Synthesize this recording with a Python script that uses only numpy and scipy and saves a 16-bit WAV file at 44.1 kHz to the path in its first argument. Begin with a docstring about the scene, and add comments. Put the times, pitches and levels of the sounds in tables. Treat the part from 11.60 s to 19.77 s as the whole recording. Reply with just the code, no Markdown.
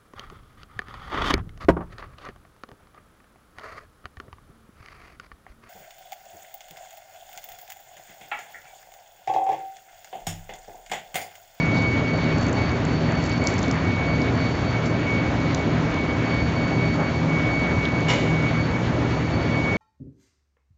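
"""In a workshop, molten metal is poured from a crucible into an ingot mould.
An extractor fan's churning air roars over the hum of motors. A furnace's power coil whines,
swelling and fading in the room's standing waves (loud and quiet spots made by echoes).
A metal part lands with one clank further off, hot metal and tools tick close by,
and the melt crackles faintly as it meets the mould."""
import sys
import numpy as np
from scipy import signal
from scipy.fft import rfft, irfft
from scipy.io import wavfile
from scipy.ndimage import uniform_filter1d

SR = 44100
rng = np.random.default_rng(int(sys.argv[2]) if len(sys.argv) > 2 else 0)


def dump_mix(stems):
    """Bounce the given channels to the path in sys.argv[1] as a 16-bit WAV at rate SR."""
    frames = np.atleast_2d(stems).T  # one column per channel
    limited = np.clip(frames, -1, 1)  # hard clip at full scale
    pcm = np.round(limited * 32767).astype(np.int16)
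    wavfile.write(sys.argv[1], SR, pcm)


N = 360297
TIME = np.arange(N) / SR

# the fan's roar, from low to high (frequency [Hz], relative level [dB])
ROAR_SPECTRUM = [(25, -22.5), (47, -10.5), (72, 0.9), (105, 2), (140, -0.5), (158, 0), (174, 2), (208, -4),
                 (298, -1.5), (385, -8), (445, -9), (590, -8.5), (650, -8.5), (730, -11.5), (1000, -14),
                 (2150, -19), (2800, -25), (4200, -30), (5000, -36.5), (6700, -37.5), (7400, -49)]
# slow rise and fall of the fan's blade tone (time [s], relative level [dB])
BLADE_SWELLS = [(0.0, -22.5), (0.16, -36), (0.26, -34.5), (0.76, -26.5), (0.84, -48), (1.48, -28),
                (1.6, -37), (2.04, -39), (2.18, -28), (2.38, -41), (2.6, -27), (2.7, -35.5), (2.82, -31.0),
                (3.08, -44), (3.14, -32), (3.24, -37.5), (3.76, -34), (3.88, -27), (4.08, -35), (4.2, -22),
                (4.36, -37), (4.64, -35), (4.88, -32), (5.24, -27), (5.5, -33.5), (5.72, -24), (5.9, -37.5),
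                (6.26, -32), (6.3, -41), (6.46, -26.0), (6.58, -31.5), (6.72, -24.5), (6.98, -29.5),
                (7.14, -35), (7.74, -31.5), (8.16, -40)]
# weaker motor and blade tones (pitch [Hz], level [dB], waver [share of the steady tone])
HUM_TONES = [(99.4, -50, 0.58), (236.8, -35.5, 0.25), (243, -42.5, 0.34), (270.4, -36, 0.25),
             (301.5, -39, 0.2), (396, -41.5, 0.7), (471, -51, 0.29), (552, -51, 0.6)]
# the coil's lowest tone in the room's standing waves (time [s], relative level [dB])
WHINE_SWELLS = [(0.0, -30), (0.17, -32.5), (0.24, -29.5), (0.39, -33.5), (0.42, -42.5), (0.46, -32),
                (0.49, -36), (0.74, -38.5), (0.82, -60.5), (0.86, -38.5), (0.91, -54.5), (0.96, -52),
                (0.98, -33.5), (1.06, -42), (1.09, -47.5), (1.11, -34.5), (1.15, -41.0), (1.17, -55.5),
                (1.32, -44), (1.34, -52), (1.42, -47.5), (1.47, -49), (1.49, -45.5), (1.56, -56.5),
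                (1.57, -38.5), (1.61, -49), (1.71, -35.5), (1.81, -48.5), (1.82, -39.5), (1.88, -32.5),
                (1.9, -49), (1.93, -36), (2.02, -54.5), (2.07, -40), (2.22, -52.5), (2.26, -35.5),
                (2.45, -36), (2.49, -38), (2.54, -36), (2.69, -37.0), (2.74, -55), (2.76, -45.5),
                (2.9, -39), (2.95, -54.5), (2.98, -40), (3.06, -51.5), (3.16, -33), (3.2, -41), (3.36, -45),
                (3.38, -48.5), (3.41, -37), (3.45, -47.5), (3.48, -32), (3.65, -36), (3.72, -45.0),
                (3.81, -38.5), (3.84, -43), (3.92, -37), (3.96, -53.5), (3.98, -33.5), (4.05, -45.0),
                (4.08, -41), (4.18, -52), (4.24, -42.5), (4.29, -45.5), (4.32, -42), (4.41, -34.0),
                (4.48, -45), (4.5, -32.5), (4.58, -48), (4.6, -41), (4.64, -45.0), (4.72, -34.5),
                (4.86, -35.5), (4.94, -49), (4.96, -36.5), (5.04, -36.0), (5.08, -44.5), (5.22, -33),
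                (5.35, -38.0), (5.37, -40.5), (5.42, -37.5), (5.5, -40.5), (5.52, -52.5), (5.55, -37.5),
                (5.66, -44.5), (5.72, -31), (5.82, -33.5), (6.04, -30), (6.16, -37.5), (6.22, -31.5),
                (6.45, -36), (6.5, -30.5), (6.57, -37.5), (6.89, -31.5), (6.93, -37.5), (6.95, -33.5),
                (7.04, -35), (7.07, -52), (7.16, -34), (7.18, -47.5), (7.42, -49), (7.47, -42), (7.64, -49),
                (7.66, -43.5), (7.68, -53), (7.77, -54.5), (7.78, -44.5), (7.95, -33), (8.16, -29.5)]
# the coil's tone an octave up, at twice the pitch (time [s], relative level [dB])
OCTAVE_SWELLS = [(0.0, -49), (0.1, -58.5), (0.15, -48.5), (0.29, -49.0), (0.38, -56), (0.59, -48.5),
                 (0.85, -47.5), (0.93, -58.5), (0.96, -47), (1.1, -49), (1.23, -60.5), (1.28, -49.5),
                 (1.73, -47), (1.78, -52), (1.88, -47), (2.01, -53.5), (2.21, -52.0), (2.24, -61.5),
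                 (2.28, -55), (2.41, -64), (2.5, -51.5), (2.74, -53.0), (2.83, -49), (3.0, -54.5),
                 (3.1, -46.5), (3.17, -61.0), (3.24, -54), (3.68, -56), (3.72, -63.5), (3.94, -56),
                 (4.03, -67), (4.44, -66), (4.48, -59), (4.56, -60), (4.73, -49.5), (4.94, -52.5),
                 (4.97, -49), (5.48, -53), (5.6, -52.5), (5.67, -64.5), (5.77, -54.5), (5.83, -59),
                 (5.94, -49.5), (6.26, -56.5), (6.31, -64.5), (6.33, -50.5), (6.48, -59.5), (6.49, -51),
                 (6.55, -53.5), (6.56, -54.5), (6.67, -57), (6.7, -66.5), (6.78, -56), (6.8, -62),
                 (6.88, -51), (6.94, -58.0), (7.05, -47.5), (7.16, -63), (7.79, -51), (8.16, -57)]
# the blows that make up the clank (time [s], level [dB])
CLANK_BLOWS = [(6.4825, -22), (6.4925, -23), (6.4995, -19.5), (6.532, -27), (6.582, -35), (6.625, -39),
               (6.686, -38)]
# the clank's dense, noisy ring (frequency [Hz], relative level [dB])
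CLANK_SPECTRUM = [(150, -12), (500, 6.5), (1200, -4.5), (1850, -1.5), (2100, 2), (2420, -3), (2640, -11),
                  (2900, 6), (3250, -6), (4600, -9.5), (4950, -10), (5900, -9.5), (7500, -11.5)]
# the clank's clearest ringing notes (pitch [Hz], relative level [dB], time to fade by 60 dB [s])
CLANK_NOTES = [(517, -8, .5), (815, -8, .28), (980, -8, .4), (1635, -13, .5), (1997, -9, .42),
               (2045, -11, .3), (2120, -6, .35), (2390, -11, .55), (2541, -13, .35), (2810, -12, .5),
               (2880, -12.5, .6), (2925, -14.5, .55), (2990, -15, .6), (3510, -18, .7), (3618, -19.5, .7),
               (3740, -21, .7), (4050, -17, .45), (4550, -17, .3), (4630, -18, .3), (5486, -19, .25),
               (5604, -22, .25), (6449, -24, .55), (6837, -23, .45), (6900, -19, .28)]
# ticks of hot metal and tools (time [s], level [dB], centre [Hz], width [Hz], time to fade by 60 dB [s])
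METAL_TICKS = [(0.1696, -36, 4000, 2200, 0.14), (.7832, -32, 6400, 2600, .01),
               (.8115, -33, 6400, 1400, .01), (.866, -32, 6800, 1600, .007), (.8845, -32, 6900, 1600, .008),
               (.894, -35, 6500, 900, .012), (0.929, -30, 7000, 1400, 0.012),
               (1.0930, -33, 4460, 700, 0.029), (1.2512, -29.5, 6400, 2200, .008),
               (1.5214, -33, 6200, 2400, .006), (1.6397, -32, 6000, 2600, .01),
               (1.6612, -35, 6000, 2600, 0.022), (1.6956, -34, 6800, 1400, .012),
               (1.7166, -29, 4800, 1200, .008), (1.7789, -37, 5200, 1400, .015),
               (1.8393, -33, 7200, 900, .012), (1.8718, -10.3, 6200, 3400, 0.004),
               (1.8742, -27, 5100, 1200, .008), (1.8853, -32, 6600, 2400, .005),
               (1.9401, -29, 6500, 2200, .01), (1.9814, -32, 5800, 2400, .012),
               (1.991, -33, 6200, 1800, .012), (2.0288, -27, 6500, 2200, 0.016),
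               (2.039, -33, 3700, 1400, .05), (2.1125, -23, 5300, 3400, 0.012),
               (2.6176, -28, 4900, 1000, 0.011), (3.2565, -39, 5500, 3000, 0.13),
               (3.9459, -26, 5300, 3400, .005), (3.9479, -20, 5000, 3400, 0.008),
               (4.3431, -34, 5400, 3400, .01), (6.2537, -24, 3450, 900, 0.023),
               (6.4064, -35, 5800, 2400, .008)]
# flurries in which the melt spits harder (middle [s], length [s], level [dB])
MELT_FLURRIES = [(0.145, 0.45, -55), (.86, 0.15, -51), (1.677, .16, -52), (1.98, 0.38, -50)]


def extractor(roar_db=-23.5, flicker_db=1.36, motor_hz=118.3, blade_hz=158.7, hum_rate=5):
    """Churning air roars over motor and blade tones; each octave of the roar flickers by itself."""
    spectrum = rfft(colour(rng.standard_normal(N), ROAR_SPECTRUM))
    frequencies = np.maximum(np.fft.rfftfreq(N, 1 / SR), 1)
    octave = np.clip(np.log2(frequencies / 30), 0, 8)  # octaves above 30 Hz
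    air = np.zeros(N)
    for k in range(9):
        share = np.maximum(1 - np.abs(octave - k), 0)
        air += irfft(spectrum * share, N) * gain(flicker_db * wander(rate=30))
    motor = gain(-31) * tone(motor_hz, waver=0.21, rate=hum_rate)
    blade = gain(curve(BLADE_SWELLS) + 1) * tone(blade_hz, waver=0.11, rate=hum_rate)
    hum = sum(gain(db) * tone(hz, waver, hum_rate) for hz, db, waver in HUM_TONES)
    return gain(roar_db) * air + motor + blade + hum


def coil(pitch_hz=2238.4):
    """The furnace coil whines at one pitch; each of its tones has its own standing waves."""
    lowest = standing_wave(pitch_hz, curve(WHINE_SWELLS) + 2.5,
                           dip_db=2.0, dip_rate=44, echo_db=-50.5, echo_rate=40)
    octave = standing_wave(2 * pitch_hz, curve(OCTAVE_SWELLS) + 3.5,
                           dip_db=0.4, dip_rate=28, echo_db=-56.5, echo_rate=55)
    # a tone at three times the pitch and two unrelated ones arrive mostly as echoes
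    weak_tones = (3 * pitch_hz, -64), (2316.5, -52), (2877.6, -59)
    return lowest + octave + sum(gain(db) * tone(hz, waver=3.7, rate=14) for hz, db in weak_tones)


def standing_wave(hz, level_db, dip_db, dip_rate, echo_db, echo_rate):
    """Small movements make a tone dip, most where it is already weak; scattered echoes flutter below."""
    weakness = np.minimum(gain(0.77 * (np.mean(level_db) - level_db)), 1.2)
    dips = dip_db * weakness * (1 - np.minimum(wander(dip_rate) ** 2, 6))
    direct = gain(level_db + dips) * tone(hz, waver=0.13, rate=28)
    echoes = gain(echo_db) * tone(hz, waver=6.8, rate=echo_rate)
    return direct + echoes


def clank(crack_fade_s=0.1, room_fade_s=0.78, room_cutoff_hz=3500, rise_s=0.0025):
    """A metal part lands and rattles across the shop; its ring blurs into a duller room echo."""
    def struck(fade_s):
        """The level of a ring that every blow feeds."""
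        power = np.zeros(N)
        for start, db in CLANK_BLOWS:
            rise = np.clip((TIME - start) / rise_s, 0, 1)
            power += (gain(db) * rise * fade(TIME - start, fade_s)) ** 2
        return np.sqrt(power)

    crack, room = (colour(rng.standard_normal(N), CLANK_SPECTRUM) for _ in range(2))
    room = signal.sosfilt(signal.butter(1, room_cutoff_hz, fs=SR, output="sos"), room)
    # rattling and echoes make each note waver
    ring = sum(gain(db) * struck(fade_s) * tone(hz, waver=0.82, rate=45)
               for hz, db, fade_s in CLANK_NOTES)
    return crack * struck(crack_fade_s) + gain(-6) * room * struck(room_fade_s) + gain(-9) * ring


def ticks(room_db=-30, room_fade_s=0.35):
    """Hot metal and tools tick: one sharp contact, a short bright ring and a faint room echo."""
    track = np.zeros(N + SR)
    age = TIME[:SR // 4]
    for time_s, db, hz, width_hz, fade_s in METAL_TICKS:
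        snap, echo = rng.standard_normal((2, len(age)))
        decay = fade(age, fade_s)
        snap[0] = gain(17)  # the contact is a single spike
        snap = band(snap * decay, hz, width_hz)
        snap *= np.linalg.norm(decay) / np.linalg.norm(snap)  # same energy whatever the width
        echo = unit(band(echo, hz, width_hz)) * fade(age, room_fade_s)
        start = int(time_s * SR)
        track[start:start + len(age)] += gain(db) * (snap + gain(room_db) * echo)
    return track[:N]


def melt(pops_per_s=130, steady_db=-59):
    """The hot stream meets the mould in tiny uneven pops, with flurries that swell and die away."""
    pops = rng.random(N) < pops_per_s / SR
    sizes = gain(3 * np.minimum(rng.exponential(size=N), 3))
    crackle = unit(band(pops * sizes, hz=6100, width_hz=2800))
    flurries = sum(gain(db) * np.maximum(1 - (2 * (TIME - middle) / length) ** 2, 0)
                   for middle, length, db in MELT_FLURRIES)
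    return crackle * np.hypot(gain(steady_db), flurries)


def tone(hz, waver, rate):
    """A steady tone plus its echoes, whose strength and timing keep shifting."""
    echoes = waver * (wander(rate) + 1j * wander(rate)) / np.sqrt(2)
    steady = np.exp(2j * np.pi * (hz * TIME + rng.random()))
    return unit(np.real((1 + echoes) * steady))


def wander(rate):
    """A smooth random wobble that heads for a new value `rate` times a second."""
    hold = max(int(SR / rate), 1)
    steps = np.repeat(rng.standard_normal(N // hold + 2), hold)
    return unit(uniform_filter1d(uniform_filter1d(steps, hold), hold)[:N])


def colour(x, spectrum):
    """Shape the lows and highs of x with (frequency [Hz], level [dB]) points, at strength 1."""
    hz, db = np.transpose(spectrum)
    frequencies = np.maximum(np.fft.rfftfreq(N, 1 / SR), 1)
    shape_db = np.interp(np.log(frequencies), np.log(hz), db)
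    return unit(irfft(rfft(x) * gain(shape_db), N))


def band(x, hz, width_hz):
    """Keep the part of x that lies around hz."""
    edges = np.clip([hz - width_hz / 2, hz + width_hz / 2], 20, SR / 2 - 100)
    return signal.sosfilt(signal.butter(2, edges, "bandpass", fs=SR, output="sos"), x)


def fade(age, fade_s):
    """Start at age 0, then die away by 60 dB every fade_s seconds."""
    return (age >= 0) * np.exp(-np.log(1000) * np.maximum(age, 0) / fade_s)


def curve(table):
    """Join (time [s], level [dB]) points with straight lines."""
    return np.interp(TIME, *np.transpose(table))


def gain(db):
    """Turn decibels into a number to multiply by."""
    return 10 ** (np.asarray(db) / 20)


def unit(x):
    """Scale x to an average strength (root mean square) of 1."""
    return x / np.sqrt(np.mean(np.abs(x) ** 2))


def scene():
    """Add all the sounds into one channel."""
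    return (extractor() + coil() + ticks() + melt() + clank())[None]


def record(dry, top_hz=7530):
    """Cut away the treble steeply above top_hz."""
    return signal.sosfilt(signal.ellip(10, .2, 80, top_hz, fs=SR, output="sos"), dry)


dry = scene()
out = record(dry)
dump_mix(out)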